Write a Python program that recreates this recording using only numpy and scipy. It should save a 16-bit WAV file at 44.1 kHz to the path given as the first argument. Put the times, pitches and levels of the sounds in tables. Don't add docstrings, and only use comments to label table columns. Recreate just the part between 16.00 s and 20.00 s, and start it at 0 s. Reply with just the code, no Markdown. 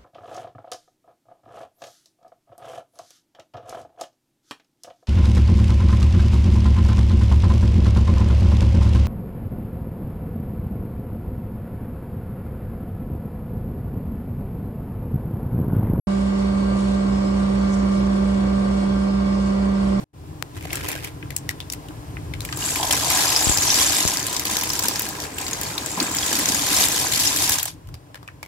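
import sys
import numpy as np
from scipy import signal
from scipy.fft import rfft, irfft, next_fast_len
from scipy.io import wavfile
from scipy.ndimage import uniform_filter1d, map_coordinates

SR = 44100
rng = np.random.default_rng(int(sys.argv[2]) if len(sys.argv) > 2 else 0)


def transcribe(signal):
    frames = np.atleast_2d(signal).T
    limited = np.clip(frames, -1, 1)
    pcm = np.round(limited * 32767).astype(np.int16)
    wavfile.write(sys.argv[1], SR, pcm)


N = 176400

SHAFT_HZ, SLOW_CYCLE_HZ = 32.797, 10.203
VANES, FIRINGS = 6, 3


def amp(db):
    return 10 ** (np.asarray(db) / 20)


def unit(x):
    return x / np.sqrt(np.mean(x ** 2) + 1e-20)


def along(points, hz):
    f, values = np.transpose(points)
    return np.interp(np.log(hz + 1), np.log(f + 1), values)


def clock():
    return np.arange(N) / SR


def ride(points):
    return amp(np.interp(clock(), *np.transpose(points)))


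def wobble(per_s):
    knots = rng.standard_normal(int(N * per_s / SR) + 4)
    return map_coordinates(knots, [clock() * per_s], mode="nearest")


def filtered(x, response):
    size = next_fast_len(N + SR // 4)
    return irfft(rfft(x, size) * response(np.fft.rfftfreq(size, 1 / SR)), size)[..., :N]


# f/Hz, left-right correlation
CORRELATION = [(100, .995), (250, .97), (400, -.1), (640, -.25), (1020, -.2), (2600, -.3), (4200, -.2),
               (6700, .15), (8500, .45), (10800, .25)]
def mid_side(hz):
    turn = np.arccos(np.clip(along(CORRELATION, hz), -1, 1)) / 2
    return np.array([np.cos(turn), np.sin(turn)])


# f/Hz, left minus right/dB
PAN = [(60, 3.5), (190, -8.5), (380, -9), (600, -1), (900, 0), (1900, 0.5), (10000, 0)]
def pan_gains(hz):
    return amp(np.outer([.5, -.5], along(PAN, hz)))


def spread(pair, eq):
    mid, side = filtered(pair, lambda hz: amp(along(eq, hz)) * mid_side(hz))
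    return unit(filtered(np.array([mid + side, mid - side]), pan_gains))


def rush(eq):
    return spread(rng.standard_normal((2, N)), eq)


def rotation(hz, hunt, jitter):
    return 2 * np.pi * hz * clock() + hunt * wobble(per_s=3) + jitter * wobble(per_s=30)


def tones(angle, rate_hz, partials, flutter_db, fade_db, lead=1):
    in_step_below_hz, full_flutter_hz, full_fade_hz = 70, 850, 3200
    out = np.zeros((2, N))
    for order, left_db, right_db, correlation in partials:
        hz = order * rate_hz
        start = rng.uniform(-np.pi, np.pi) * (hz > in_step_below_hz)
        offset = lead * np.arccos(correlation) / 2
        flutter = flutter_db * min(1, (hz / full_flutter_hz) ** 2) * wobble(per_s=14)
        fade = fade_db * min(1, hz / full_fade_hz) * wobble(per_s=2)
        gain = unit(amp(flutter + fade))
        out[0] += amp(left_db) * gain * np.cos(order * angle + start + offset)
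        out[1] += amp(right_db) * gain * np.cos(order * angle + start - offset)
    return np.sqrt(2) * out


# multiple of the vane rate, left/dB, right/dB, left-right correlation
HUM_PARTIALS = [(1, -21.5, -18.0, 1.0), (2, -36.5, -33.3, -0.7), (3, -43.0, -33.0, -0.7),
                (4, -44.0, -44.0, -0.9), (5, -47.5, -57.5, -0.7), (6, -44.0, -42.5, 0.4),
                (7, -49.0, -58.0, -0.9), (8, -50.0, -54.5, 1.0), (9, -61.5, -61.0, -0.3),
                (10, -52.5, -55.5, -0.7), (11, -67.5, -61.5, 0.4), (12, -61.0, -65.5, -0.7),
                (13, -68.0, -69.0, 0.5), (14, -63.0, -66.0, -0.8), (15, -62.0, -62.0, -0.9),
                (16, -65.0, -64.0, 0.5), (17, -60.5, -60.5, -1.0), (18, -65.5, -65.5, -1.0),
                (19, -63.0, -60.0, -0.9), (20, -67.5, -68.0, -1.0), (22, -62.5, -64.0, -1.0),
                (23, -63.5, -64.0, 0.9), (25, -70.0, -66.0, -0.9), (26, -59.0, -59.5, -0.5),
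                (28, -60.0, -62.0, -0.3), (29, -66.0, -71.5, -1.0)]
def pump_hum(angle):
    return tones(VANES * angle, VANES * SHAFT_HZ, HUM_PARTIALS, flutter_db=2.5, fade_db=0, lead=-1.016)


# f/Hz, width/Hz, level/dB
CASING_MODES = [(1385, 50, -53), (2230, 25, -59), (2830, 110, -59.5), (3342, 20, -62.5), (3410, 50, -65),
                (4340, 50, -62), (4500, 80, -61), (5116, 25, -66), (5540, 90, -63), (6720, 120, -67),
                (7810, 80, -70)]
def casing_whine(flicker_db=1.7):
    out = np.zeros((2, N))
    for hz, width, db in CASING_MODES:
        air = rng.standard_normal((2, N))
        ring = filtered(air, lambda f: (1j * f * width / (hz * hz - f * f + 1j * f * width)) ** 2)
        out += amp(db + flicker_db * wobble(per_s=14)) * unit(ring)
    return out


# f/Hz, relative level/dB
ROAR_EQ = [(120, -14), (215, -14), (265, -0.5), (330, 1.1), (400, -4), (445, -7), (520, 2), (600, 0),
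           (640, -4.5), (730, -1.5), (790, -11), (920, -5), (1120, -6.5), (1300, -12), (1500, -12.5),
           (1680, -17), (1830, -14.5), (2500, -24.5), (4000, -43.5), (9000, -43)]
def engine_roar(angle, level_db=-32):
    firing = 1 + 0.13 * np.cos(FIRINGS * angle) + .06 * np.cos(angle)
    return amp(level_db + 1.1 * wobble(per_s=12)) * unit(firing * rush(ROAR_EQ))


# multiple of the shaft rate, left/dB, right/dB, left-right correlation
ENGINE_PARTIALS = [(1, -56.5, -56.0, 1.0), (2, -38.5, -37.0, 1.0), (4, -50.0, -46.0, 1.0),
                   (5, -54.5, -49.5, 1.0), (8, -50.5, -49.5, 1.0), (11, -53.5, -48.0, 1.0),
                   (13, -67.0, -50.0, 1.0), (14, -53.0, -54.0, -0.9), (16, -50.5, -59.0, -1.0),
                   (17, -52.5, -58.0, 0.5), (23, -57.5, -51.0, 0.8), (28, -52.5, -55.5, -0.9),
                   (31, -56.5, -53.0, 0.2), (32, -52.0, -52.0, -0.4), (33, -41.5, -42.5, -0.5),
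                   (34, -50.0, -46.5, -0.1), (35, -54.0, -53.5, -0.8), (37, -57.0, -66.5, -0.9),
                   (38, -54.0, -56.0, -1.0), (39, -57.5, -58.5, -0.3), (43, -57.0, -57.0, -0.9),
                   (64, -66.0, -64.0, 0.1), (68, -51.5, -52.5, -0.6), (88, -64.0, -59.5, -0.1),
                   (135, -66.0, -80.5, -0.9), (136, -62.5, -64.0, 0.9), (169, -66.0, -65.5, 0.6),
                   (170, -65.0, -62.5, 0.8), (237, -73.0, -73.5, 1.0), (238, -67.0, -67.0, 1.0),
                   (240, -73.0, -73.0, 1.0)]
def engine_drone(angle):
    return tones(angle, SHAFT_HZ, ENGINE_PARTIALS, flutter_db=2.0, fade_db=1.5)


# f/Hz, typical level of one partial/dB
CLATTER_EQ = [(60, -63), (250, -60), (500, -59), (800, -63), (1150, -61), (1700, -69), (2800, -72),
              (4500, -73), (6000, -79), (9000, -86)]
def engine_clatter(angle, scatter_db=2, size=16384):
    orders = np.arange(1, size // 32) / 2
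    hz = orders * SHAFT_HZ
    between = ~np.isin(orders, [row[0] for row in ENGINE_PARTIALS]) & (orders % VANES > 0)
    gains = between * amp(along(CLATTER_EQ, hz) + scatter_db * rng.standard_normal((2, len(hz))))
    phasors = np.exp(2j * np.pi * rng.random((2, len(hz))))
    mid, side = gains * phasors * mid_side(hz)
    spectra = np.array([mid + side, mid - side]) * pan_gains(hz)
    loops = [irfft(np.r_[0, spectrum], size) for spectrum in spectra]
    playhead = angle / (4 * np.pi) % 1 * size
    return np.array([np.interp(playhead, np.arange(size), loop) for loop in loops]) * size / np.sqrt(2)


# f/Hz, relative level/dB
EXHAUST_EQ = [(20, -31), (35, -23), (50, -5), (70, 2.5), (100, 1), (130, 5), (150, -2), (175, -4.5),
              (205, -1.5), (235, -8), (350, -23), (800, -46)]
def exhaust_rumble(level_db=-37):
    return amp(level_db) * rush(EXHAUST_EQ)


# (t/s, level/dB)
WHINE_RIDES = [(2080, 260, [(.1, -2), (.45, 1), (.8, -1), (1.15, 0), (1.7, 1), (2.35, 0), (3.0, 0),
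               (3.45, -0.5), (4, 1.5)]), (3300, 83, [(.32, -2), (.45, 0), (1.3, -2), (1.8, 0), (2.2, 1),
               (2.6, 1), (2.76, 3), (2.97, 7), (3.07, -3), (3.4, 1), (3.55, -3), (3.7, 1), (4, -1)]),
               (4520, 160, [(.3, -2), (.45, 2.5), (.75, 2), (1.2, -1), (1.6, 1.5), (1.8, -0.5), (2.3, -1.5),
               (2.5, 1), (3.0, 1.5), (3.4, 4.5), (4, 0)]), (5116, 54, [(.3, 1), (.6, -6), (.9, 0),
               (1.28, 5), (1.48, -3), (1.7, 3), (2.1, 0), (2.5, 1), (2.75, -1), (3.2, 7.5), (3.7, 1)]),
               (5500, 100, [(.1, -2), (.45, 4), (.58, -3), (.85, -6), (1.2, 2), (1.75, 2), (2.05, 2),
               (2.35, -2), (2.7, 2), (3.3, 0), (3.45, 2), (3.77, -5), (3.9, 2)]), (7850, 80, [(.1, -2),
               (.7, -1), (1.3, 2), (2.0, -3), (2.35, 4.5), (2.75, 1), (3.0, -4), (4, -2)])]
def swell_whines(truck):
    out = truck.copy()
    for hz, width, levels in WHINE_RIDES:
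        band = filtered(truck, lambda f: np.exp(-((f - hz) / width) ** 4))
        out += (ride(levels) - 1) * band
    return out


# multiple of its cycle rate, left/dB, right/dB, left-right correlation
THROB_PARTIALS = [(6, -31.5, -30.5, 1.0), (7, -52.5, -51.0, 1.0), (8, -47.0, -45.0, 1.0),
                  (9, -47.5, -45.5, 1.0), (12, -42.5, -40.0, 1.0), (13, -53.0, -49.5, 1.0),
                  (15, -52.0, -49.0, 1.0), (27, -53.5, -49.0, 0.7), (30, -51.5, -50.0, 0.9),
                  (32, -55.0, -51.0, 0.9), (36, -53.5, -53.5, 1.0), (37, -58.5, -50.5, 1.0),
                  (38, -58.0, -47.5, 0.7), (39, -54.5, -47.5, 1.0), (46, -50.0, -48.0, 1.0),
                  (49, -53.0, -61.0, 1.0), (54, -65.5, -50.5, 0.9), (60, -52.5, -53.5, 0.3),
                  (74, -66.5, -64.5, 0.1), (84, -62.0, -52.0, 0.6)]
def slow_engine():
    angle = rotation(SLOW_CYCLE_HZ, hunt=0.012, jitter=0.0049)
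    return tones(angle, SLOW_CYCLE_HZ, THROB_PARTIALS, flutter_db=2, fade_db=2.5)


def boil(noise, depth_db=1.8):
    spectra = signal.stft(noise, nperseg=512)[2]
    patches = uniform_filter1d(rng.standard_normal(spectra.shape[1:]), size=4, axis=0)
    patches = uniform_filter1d(patches, size=12, axis=1)
    return unit(signal.istft(spectra * amp(depth_db * unit(patches)), nperseg=512)[1][:, :N])


# f/Hz, relative level/dB
HISS_EQ = [(800, -49), (2000, 3), (3000, 1), (3900, 2), (4450, 2), (4900, -3.2), (5600, -9), (6100, -3.5),
           (7600, -2.5), (8600, -6), (9400, -8), (10200, -10), (11000, -16.5)]
# t/s, relative level/dB
HISS_RIDE = [(0, 1.8), (.55, -0.5), (.8, -0.5), (1.05, 0.5), (1.25, 1.3), (1.5, 0.5), (2.15, -.5),
             (2.6, .4), (2.95, 0), (3.25, -0.7), (3.42, 0.5), (3.62, 0.5), (3.74, -1.3), (3.85, -0.5),
             (4, -.5)]
def suction_hiss(angle, level_db=-47):
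    suction = ride(HISS_RIDE) * amp(level_db + 0.94 * wobble(per_s=25))
    pulse = 1 + 0.07 * np.cos(angle)
    return suction * pulse * boil(rush(HISS_EQ))


# f/Hz, relative level/dB
POP_EQ = [(1500, -13), (4000, -8), (6500, 0), (8500, -1), (11000, -2)]
def sludge_pops(per_s=600):
    clicks = rng.standard_normal((2, N)) * (rng.random(N) < per_s / SR)
    return spread(clicks, POP_EQ)


# f/Hz, relative level/dB
SPRAY_EQ = [(1500, 3), (7000, -3.5), (11000, -4.5)]
# peak t/s, half length/s, level/dB, f/Hz, half width/octaves
SLURP_CUES = [(0.203, 0.031, -58, 9100, .25), (0.801, 0.044, -51, 7000, .45), (0.86, 0.1, -51, 3170, 0.42),
              (0.927, 0.033, -54, 6500, .5), (1.404, 0.027, -55, 8260, 0.2), (1.605, .025, -53, 6000, .35),
              (1.749, .015, -50.5, 7700, 0.48), (1.76, .06, -50, 6540, 0.22),
              (1.954, 0.033, -49, 5500, 0.65), (2.011, 0.015, -48, 3240, 0.37),
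              (2.06, 0.018, -55, 6600, .15), (2.303, .03, -56, 7500, .35), (2.616, .04, -59.5, 8000, .35),
              (2.77, .035, -54, 6500, .45), (3.465, .045, -51, 5800, .45), (3.84, 0.016, -56, 10100, 0.26),
              (3.91, .03, -59, 9100, .2)]
def hose_slurps(pops):
    spray = boil(rush(SPRAY_EQ)) + 0.5 * pops
    out = np.zeros((2, N))
    for peak_s, half_length, db, hz, octaves in SLURP_CUES:
        band = unit(filtered(spray, lambda f: np.exp(-.5 * (np.log2((f + 1) / hz) / octaves) ** 2)))
        swell = np.exp(-.5 * ((clock() - peak_s) / half_length) ** 2)
        out += amp(db) * swell * band
    sputter = amp(1.9 * wobble(per_s=45))
    return sputter * out


def bubbles(count=260, typical_db=-47, typical_hz=5500, decay_cycles=30, size=2048):
    out = np.zeros((2, N + size))
    t = np.arange(size) / SR
    draws = np.c_[rng.random((count, 3)), rng.standard_normal((count, 3)).clip(-2, 2)]
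    for pick, place, pan, scatter, pitch, loudness in draws:
        peak_s, half_length = SLURP_CUES[int(place * len(SLURP_CUES))][:2]
        start = (peak_s + scatter * half_length) * SR if pick < .5 else place * N
        start = int(np.clip(start, 0, N - 1))
        cycles = typical_hz * 2 ** (pitch / 2) * t
        ping = amp(typical_db + 2 * loudness) * np.sin(2 * np.pi * cycles) * np.exp(-cycles / decay_cycles)
        out[:, start:start + size] += np.outer(np.sqrt([pan, 1 - pan]), ping)
    return out[:, :N]


# t/s, relative level/dB
MACHINE_RIDE = [(0, -1), (.6, -0.5), (1.3, -0.5), (2, 0.5), (3, -0.5), (4, 0)]
def scene(crackle_db=-63):
    angle = rotation(SHAFT_HZ, hunt=0.0086, jitter=0.0036)
    pump = pump_hum(angle) + casing_whine()
    engine = engine_roar(angle) + engine_drone(angle) + engine_clatter(angle) + exhaust_rumble()
    machines = ride(MACHINE_RIDE) * (swell_whines(pump + engine) + slow_engine())
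    hiss = suction_hiss(angle)
    pops = sludge_pops()
    crackle = amp(crackle_db + 1.6 * wobble(per_s=14)) * pops
    return machines + hiss + crackle + hose_slurps(pops) + bubbles()


def record(dry, start_s=0.07, attack_s=0.0013, top_hz=11300):
    gate = np.clip((clock() - start_s) / attack_s, 0, 1)
    return filtered(dry * gate, lambda hz: hz < top_hz)


dry = scene()
out = record(dry)
transcribe(out)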